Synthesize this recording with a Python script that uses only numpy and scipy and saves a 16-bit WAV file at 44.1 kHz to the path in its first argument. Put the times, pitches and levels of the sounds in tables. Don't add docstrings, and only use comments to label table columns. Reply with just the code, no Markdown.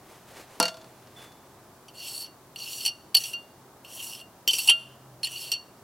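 import sys
import numpy as np
from scipy import signal
from scipy.fft import rfft, irfft, next_fast_len
from scipy.io import wavfile
from scipy.ndimage import uniform_filter1d

SR = 44100
rng = np.random.default_rng(int(sys.argv[2]) if len(sys.argv) > 2 else 0)


def unload_audio(sound):
    columns = np.transpose(np.atleast_2d(sound))
    steps = np.round(np.clip(columns, -1, 1) * 32767)
    wavfile.write(sys.argv[1], SR, steps.astype(np.int16))


N = 257103

# f/Hz, level/dB
AIR_COLOUR = [(15, -53.5), (25, -29.5), (53, -11.5), (80, -11.5), (105, -4), (130, -5.5), (300, -6),
              (380, -3.5), (450, -9.5), (650, -6.5), (1070, -9.5), (1600, -17), (2600, -29), (5000, -28.5),
              (16000, -40)]
HANDLING_COLOUR = [(150, -8.5), (400, 0), (1300, -6), (2300, -6.5), (5000, -12.5), (10000, -15.5),
                   (16000, -22.5)]
THUD_COLOUR = [(90, -40), (140, -20), (190, -7), (350, -5), (500, 21.5), (680, 16), (780, 11.5), (950, 18),
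               (1200, 11.5), (1480, 20), (1800, -68), (3000, 4), (6000, -36)]
CRACK_COLOUR = [(200, -36), (700, -20), (1500, 3), (2400, -3.5), (4000, 0.5), (5700, -0.5), (7000, -4),
                (12000, -16.5), (16000, -25)]
# middle t/s, level/dB, half length/s
RUSTLE_SWELLS = [(0.13, -57, 0.067), (0.312, -53.5, 0.038), (0.395, -47.5, 0.038), (0.545, -57, 0.058),
                 (1.223, -51, .05)]

# f/Hz, level/dB, t60/s
LANDING_MODES = [(176, -7, 0.25), (219, -13.5, 0.36), (298, -0.5, 0.083), (360, -6, 0.047), (502, 2, 0.18),
                 (518, -14, 0.18), (681, 2.5, 0.21), (866, 10, 0.053), (967, 7, 0.049), (1004, -14, 0.15),
                 (1110, -2, 0.035), (1470, -4, 0.049)]
# f/Hz, width/Hz, level/dB
PRESSED_MODES = [(417, 260, -26), (822, 210, -20.5), (1880, 130, -22.5), (2730, 47, -36), (2838, 135, 1),
                 (3038, 200, -6.5), (3270, 110, -23.5), (4300, 110, -28), (4452, 94, 6.5), (4546, 570, -11),
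                 (5300, 100, -4), (5780, 140, -1.5), (5960, 260, -18.5), (7270, 160, -11.5),
                 (8260, 400, -11), (9290, 2500, -12), (10040, 140, -10.5), (10570, 260, -14),
                 (10960, 810, -13), (13910, 450, -18), (13900, 660, -20.5)]
PRESSED_EDGES_HZ = [2300, 3700, 5000]
# f/Hz, level/dB, t60/s
FREE_MODES = [(645, -5, 0.65), (1384, 2, .28), (2800, 3, 0.21), (3090, -20.5, .2), (3170, -21, 0.1),
              (3474, -4.5, 0.64), (4426, 4, 0.18), (4490, -7.5, 0.24), (4870, -17, 0.075),
              (5800, -14.5, 0.21), (7830, -23, 0.11)]
FREE_EDGES_HZ = [2000, 3300, 3900]

# t/s, level/dB
CRUMB_TICKS = [(0.7429, -45.5), (0.77, -46.5), (.8143, -51), (0.8428, -52), (0.907, -63), (1.072, -52),
               (1.32, -53)]
# t/s, level/dB, angle/dB, crunch t60/s
TIP_CATCHES = [(1.8825, -51, -2, 0.081), (2.56, -36, -4, 0.016), (2.7317, -37.5, -1, .03),
               (2.8502, -28.5, 0, 0.11), (2.8604, -22.5, 1.5, 0.061), (2.878, -28.5, 1.5, 0.061),
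               (3.145, -26, 4.5, 0.014), (3.1488, -14, 2, 0.037), (3.1684, -20, 1.5, 0.04),
               (3.237, -34.5, 3, 0.12), (3.3322, -39, -4, 0.042), (3.848, -49, -7, .054),
               (4.4765, -20, -4.5, 0.071), (4.509, -29.5, 0.5, 0.054), (4.5327, -26, -2.5, 0.11),
               (4.5848, -27.5, -3.5, 0.16), (4.6751, -24, -3.5, .1), (4.695, -16, -5.5, 0.057),
               (5.232, -29, -1, 0.017), (5.245, -32.5, -4.5, 0.12), (5.2708, -33, -6, 0.022),
               (5.5171, -24.5, 0.5, 0.084)]
# touch-down t/s, lift-off t/s, drag/dB, speeding up/s, slowing down/s, angle/dB, ring at lift-off/dB
JOINT_STROKES = [(1.937, 2.267, -37.5, .16, 0.052, 1, -54.5), (2.558, 2.888, -36.5, 0.11, .03, 0, -37),
                 (3.143, 3.337, -35, .01, 0.048, -6.5, -28), (3.843, 4.214, -36, .22, 0.089, -7, -47),
                 (4.473, 4.707, -32.5, .01, 0.033, -9, -15), (5.227, 5.537, -37.5, 0.2, 0.042, 2.5, -35.5)]
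# t/s, length/s, f/Hz, level/dB
TIP_SQUEAKS = [(3.148, .016, 4530, -19.5), (3.163, 0.014, 4570, -20.5), (4.481, 0.032, 3072, -16),
               (4.534, .009, 2960, -20.5), (4.686, 0.0092, 2800, -6.5), (5.233, 0.02, 4330, -22.5)]

TAP_S, BOUNCE_S, TAP_BLADE_DB = .6002, .027, -16
TIME = np.arange(N) / SR
HIT_TIME = TIME[:SR // 4]


def from_db(db):
    return 10 ** (np.asarray(db) / 20)


def rms_one(x):
    return x / np.sqrt(np.mean(x ** 2) + 1e-20)


def peak_one(x, size=176):
    return x / np.sqrt(uniform_filter1d(x ** 2, size).max() + 1e-20)


def add(out, s, sound):
    at = round(s * SR)
    out[at:at + len(sound)] += sound[:N - at]


def fade(t, t60):
    return np.exp(-np.log(1000) * t / t60)


def noise(colour, size=N):
    hz, db = np.transpose(colour)
    count = next_fast_len(size)
    bins = np.maximum(np.fft.rfftfreq(count, 1 / SR), 1)
    gain = from_db(np.interp(np.log(bins), np.log(hz), db))
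    return rms_one(irfft(rfft(rng.standard_normal(count)) * gain, count)[:size])


def drift(per_s, size=N):
    targets = rng.standard_normal(size // 20)
    return rms_one(np.interp(TIME[:size] * per_s, np.arange(size // 20), targets))


def swell(s, db, half_s):
    return from_db(db) * np.exp(-((TIME - s) / half_s) ** 2)


def far_traffic(air_db=-54, engine_hz=128.4, engine_db=-66.5, throb_db=1.5):
    air = noise(AIR_COLOUR) + from_db(-19) * noise(AIR_COLOUR) * np.array([[1], [-1]])
    pitch_hz = engine_hz * (1 + 0.016 * drift(8.9))
    engine = np.sin(2 * np.pi * np.cumsum(pitch_hz) / SR) * from_db(throb_db * drift(16))
    engine_level = from_db(engine_db) + swell(s=5.07, db=-57, half_s=0.24)
    return from_db(air_db) * air + engine_level * rms_one(engine)


def rustling(flutter_db=0.99):
    level = swell(s=0.73, db=-60.5, half_s=1) + sum(swell(*row) for row in RUSTLE_SWELLS)
    return level * noise(HANDLING_COLOUR) * from_db(flutter_db * drift(89.85))


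def resonate(x, hz, width_hz):
    r = np.exp(-np.pi * width_hz / SR)
    feedback = [1, -2 * r * np.cos(2 * np.pi * hz / SR), r * r]
    return signal.lfilter(np.array([1, 0, -1]) * (1 - r * r) / 2, feedback, x + 1e-18)


def pressed_blade(force, detune=0, damping=1, sway_db=0):
    parts = np.zeros((4, len(force)))
    for hz, width_hz, db in PRESSED_MODES:
        shifted_hz = hz * (1 + detune * rng.standard_normal())
        mode = resonate(resonate(force, shifted_hz, width_hz * damping), shifted_hz, width_hz * 3.2)
        if sway_db:
            mode = mode * from_db(sway_db * drift(22.005, size=len(force)))
        parts[np.searchsorted(PRESSED_EDGES_HZ, hz)] += from_db(db) * mode
    return parts


def contacts():
    taps = [(TAP_S + k * BOUNCE_S, -17.5 - 10 * np.log2(k + 1), -23 - 3.5 * k, TAP_BLADE_DB - 5 * k, .082)
            for k in range(4)]
    crumbs = [(s, db - 3, db, db - 11, 0.034) for s, db in CRUMB_TICKS]
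    return taps + crumbs


def tapping(lowest_hz=150):
    out, size = np.zeros(N), len(HIT_TIME)
    for s, thud_db, crack_db, blade_db, crack_t60 in contacts():
        modes = sum(from_db(db) * rng.choice([-1, 1]) * np.sin(2 * np.pi * hz * HIT_TIME)
                    * fade(HIT_TIME, t60) for hz, db, t60 in LANDING_MODES)
        dull_noise = peak_one(noise(THUD_COLOUR, size) * fade(HIT_TIME, t60=0.092))
        thud = peak_one(peak_one(modes) + from_db(-3) * dull_noise)
        crack = peak_one(noise(CRACK_COLOUR, size) * fade(HIT_TIME, crack_t60))
        knock = signal.unit_impulse(size)
        body, low_bend, high_bend, treble = pressed_blade(knock, detune=0.0082, damping=0.38)
        hardness = from_db(0.9 * (blade_db - TAP_BLADE_DB))
        if s == TAP_S:
            low_bend, treble = from_db(-21) * low_bend, from_db(6.5) * treble
        clink = peak_one(body + low_bend + high_bend + hardness * treble)
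        add(out, s, from_db(thud_db) * thud + from_db(crack_db) * crack + from_db(blade_db) * clink)
    return signal.sosfilt(signal.butter(4, lowest_hz, "high", fs=SR, output="sos"), out)


def free_blade(flex_db=-28, bend_db=0, twist_db=-31.5, upper_db=0):
    t = TIME[:SR]
    family_db = [flex_db, bend_db, twist_db, upper_db]
    ring = np.zeros(SR)
    for hz, db, t60 in FREE_MODES:
        level = from_db(db + family_db[np.searchsorted(FREE_EDGES_HZ, hz)])
        ring += level * np.sin(2 * np.pi * hz * t) * fade(t, t60)
    return ring * (1 - fade(t, 0.0065))


def ringing(brush_s=1.163):
    out = np.zeros(N)
    add(out, TAP_S, free_blade(flex_db=-27, bend_db=-29, twist_db=-42.5, upper_db=-29.5))
    add(out, TAP_S + BOUNCE_S, from_db(-25.5) * free_blade(upper_db=-2.5))
    add(out, brush_s, free_blade(flex_db=-np.inf, bend_db=-np.inf, twist_db=-43, upper_db=-np.inf))
    for _, lift, *_, angle_db, ring_db in JOINT_STROKES:
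        add(out, lift, from_db(ring_db) * free_blade(upper_db=2 * angle_db))
    return out


def wall_echoes(x, t60=.62, echo_db=-24.5, dull_hz=10000):
    tails = rng.standard_normal((2, SR)) * fade(TIME[:SR], t60) * (1 - fade(TIME[:SR], 0.054))
    tails /= np.sqrt(np.sum(tails[0] ** 2))
    tails = signal.sosfilt(signal.butter(1, dull_hz, fs=SR, output="sos"), tails)
    shared, side = (signal.fftconvolve(x, tail)[:N] for tail in tails)
    return from_db(echo_db) * (shared + 0.12 * side * np.array([[1], [-1]]))


def grit(per_s, spread_db, size=N):
    strength = from_db(spread_db * np.minimum(rng.exponential(1, size), 4))
    return (rng.random(size) < per_s / SR) * strength * rng.choice([-1, 1], size)


def catches(snap=7.3):
    out = np.zeros(N)
    for s, db, angle_db, t60 in TIP_CATCHES:
        fragments = grit(per_s=5000, spread_db=1.5, size=len(HIT_TIME))
        force = rms_one(fragments) * fade(HIT_TIME, t60)
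        force[0] += snap
        parts = pressed_blade(force, detune=0.012, damping=0.61, sway_db=5.5)
        treble_db = -2.5 + 2 * np.log2(t60 / 0.038)
        shares_db = [-22 - angle_db, -2 - angle_db, angle_db, treble_db]
        add(out, s, sum(from_db(db + share) * peak_one(part) for share, part in zip(shares_db, parts)))
    return out


def stroke_motion(landing_speed=0.17, slowed_db=-7, release_s=.012):
    drag, angle, progress = np.zeros(N), np.ones(N), np.zeros(N)
    for start, lift, db, rise_s, slow_s, angle_db, _ in JOINT_STROKES:
        begun = TIME >= start
        t = TIME[begun]
        rise = np.sin(np.pi / 2 * np.minimum((t - start) / rise_s, 1))
        speed = landing_speed + (1 - landing_speed) * rise
        slowing = from_db(slowed_db * np.clip(1 - (lift - t) / slow_s, 0, 1))
        last_grains = np.exp(-np.clip((t - lift) / release_s, 0, 20))
        drag[begun] = from_db(db) * speed * slowing * last_grains
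        angle[begun] = from_db(angle_db)
        progress[begun] = np.minimum((t - start) / (lift - start), 1)
    return drag, angle, progress


def scraping(coarse_db=14, sand_db=-9, usual_drag_db=-38):
    drag, angle, progress = stroke_motion()
    lumps = from_db(0.4 * drift(130) + 1.14 * drift(28))
    grains = grit(per_s=9000, spread_db=3) + from_db(coarse_db) * grit(per_s=24, spread_db=3)
    body, low_bend, high_bend, treble = pressed_blade(grains * lumps, sway_db=3.5)
    blade_rms = np.std(body + low_bend + high_bend + treble)
    keep_highs = signal.butter(2, 5000, "high", fs=SR, output="sos")
    sand = signal.sosfilt(keep_highs, grit(per_s=7000, spread_db=1) * lumps)
    bends = from_db(-0.5) * (body + low_bend + from_db(-2) * angle * high_bend) / blade_rms
    treble_arch = from_db(3.5 * (np.sin(np.pi * progress ** 1.2) - 1))
    hiss = (treble / blade_rms + from_db(sand_db) * rms_one(sand)) * treble_arch
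    brightness = (drag / from_db(usual_drag_db)) ** 0.26
    return gap_echo(drag * (bends + brightness * hiss), progress)


def gap_echo(x, progress, start_ms=.34, end_ms=.22, strength=0.17):
    lag_s = (start_ms + (end_ms - start_ms) * progress) / 1000
    earlier = np.round((TIME - lag_s) * SR).astype(int)
    return (x + strength * x[np.clip(earlier, 0, N - 1)]) / np.hypot(1, strength)


def squeaks(waver=0.02, overtone_db=-24):
    out = np.zeros(N)
    for s, length, hz, db in TIP_SQUEAKS:
        count = int(length * SR)
        phase = 2 * np.pi * np.cumsum(hz * (1 + waver * drift(880)[:count])) / SR
        tone = np.sin(phase) + from_db(overtone_db) * np.sin(2 * phase)
        add(out, s, from_db(db) * signal.windows.tukey(count, .5) * tone)
    return out


def scene():
    trowel = scraping() + catches() + squeaks() + ringing() + tapping()
    return trowel + rustling() + wall_echoes(trowel) + far_traffic()


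def record(dry, hiss_db=-59.5, cutoff_hz=15900):
    hiss = from_db(hiss_db) * rng.standard_normal((2, N))
    return signal.sosfilt(signal.ellip(10, .1, 80, cutoff_hz, fs=SR, output="sos"), dry + hiss)


dry = scene()
out = record(dry)
unload_audio(out)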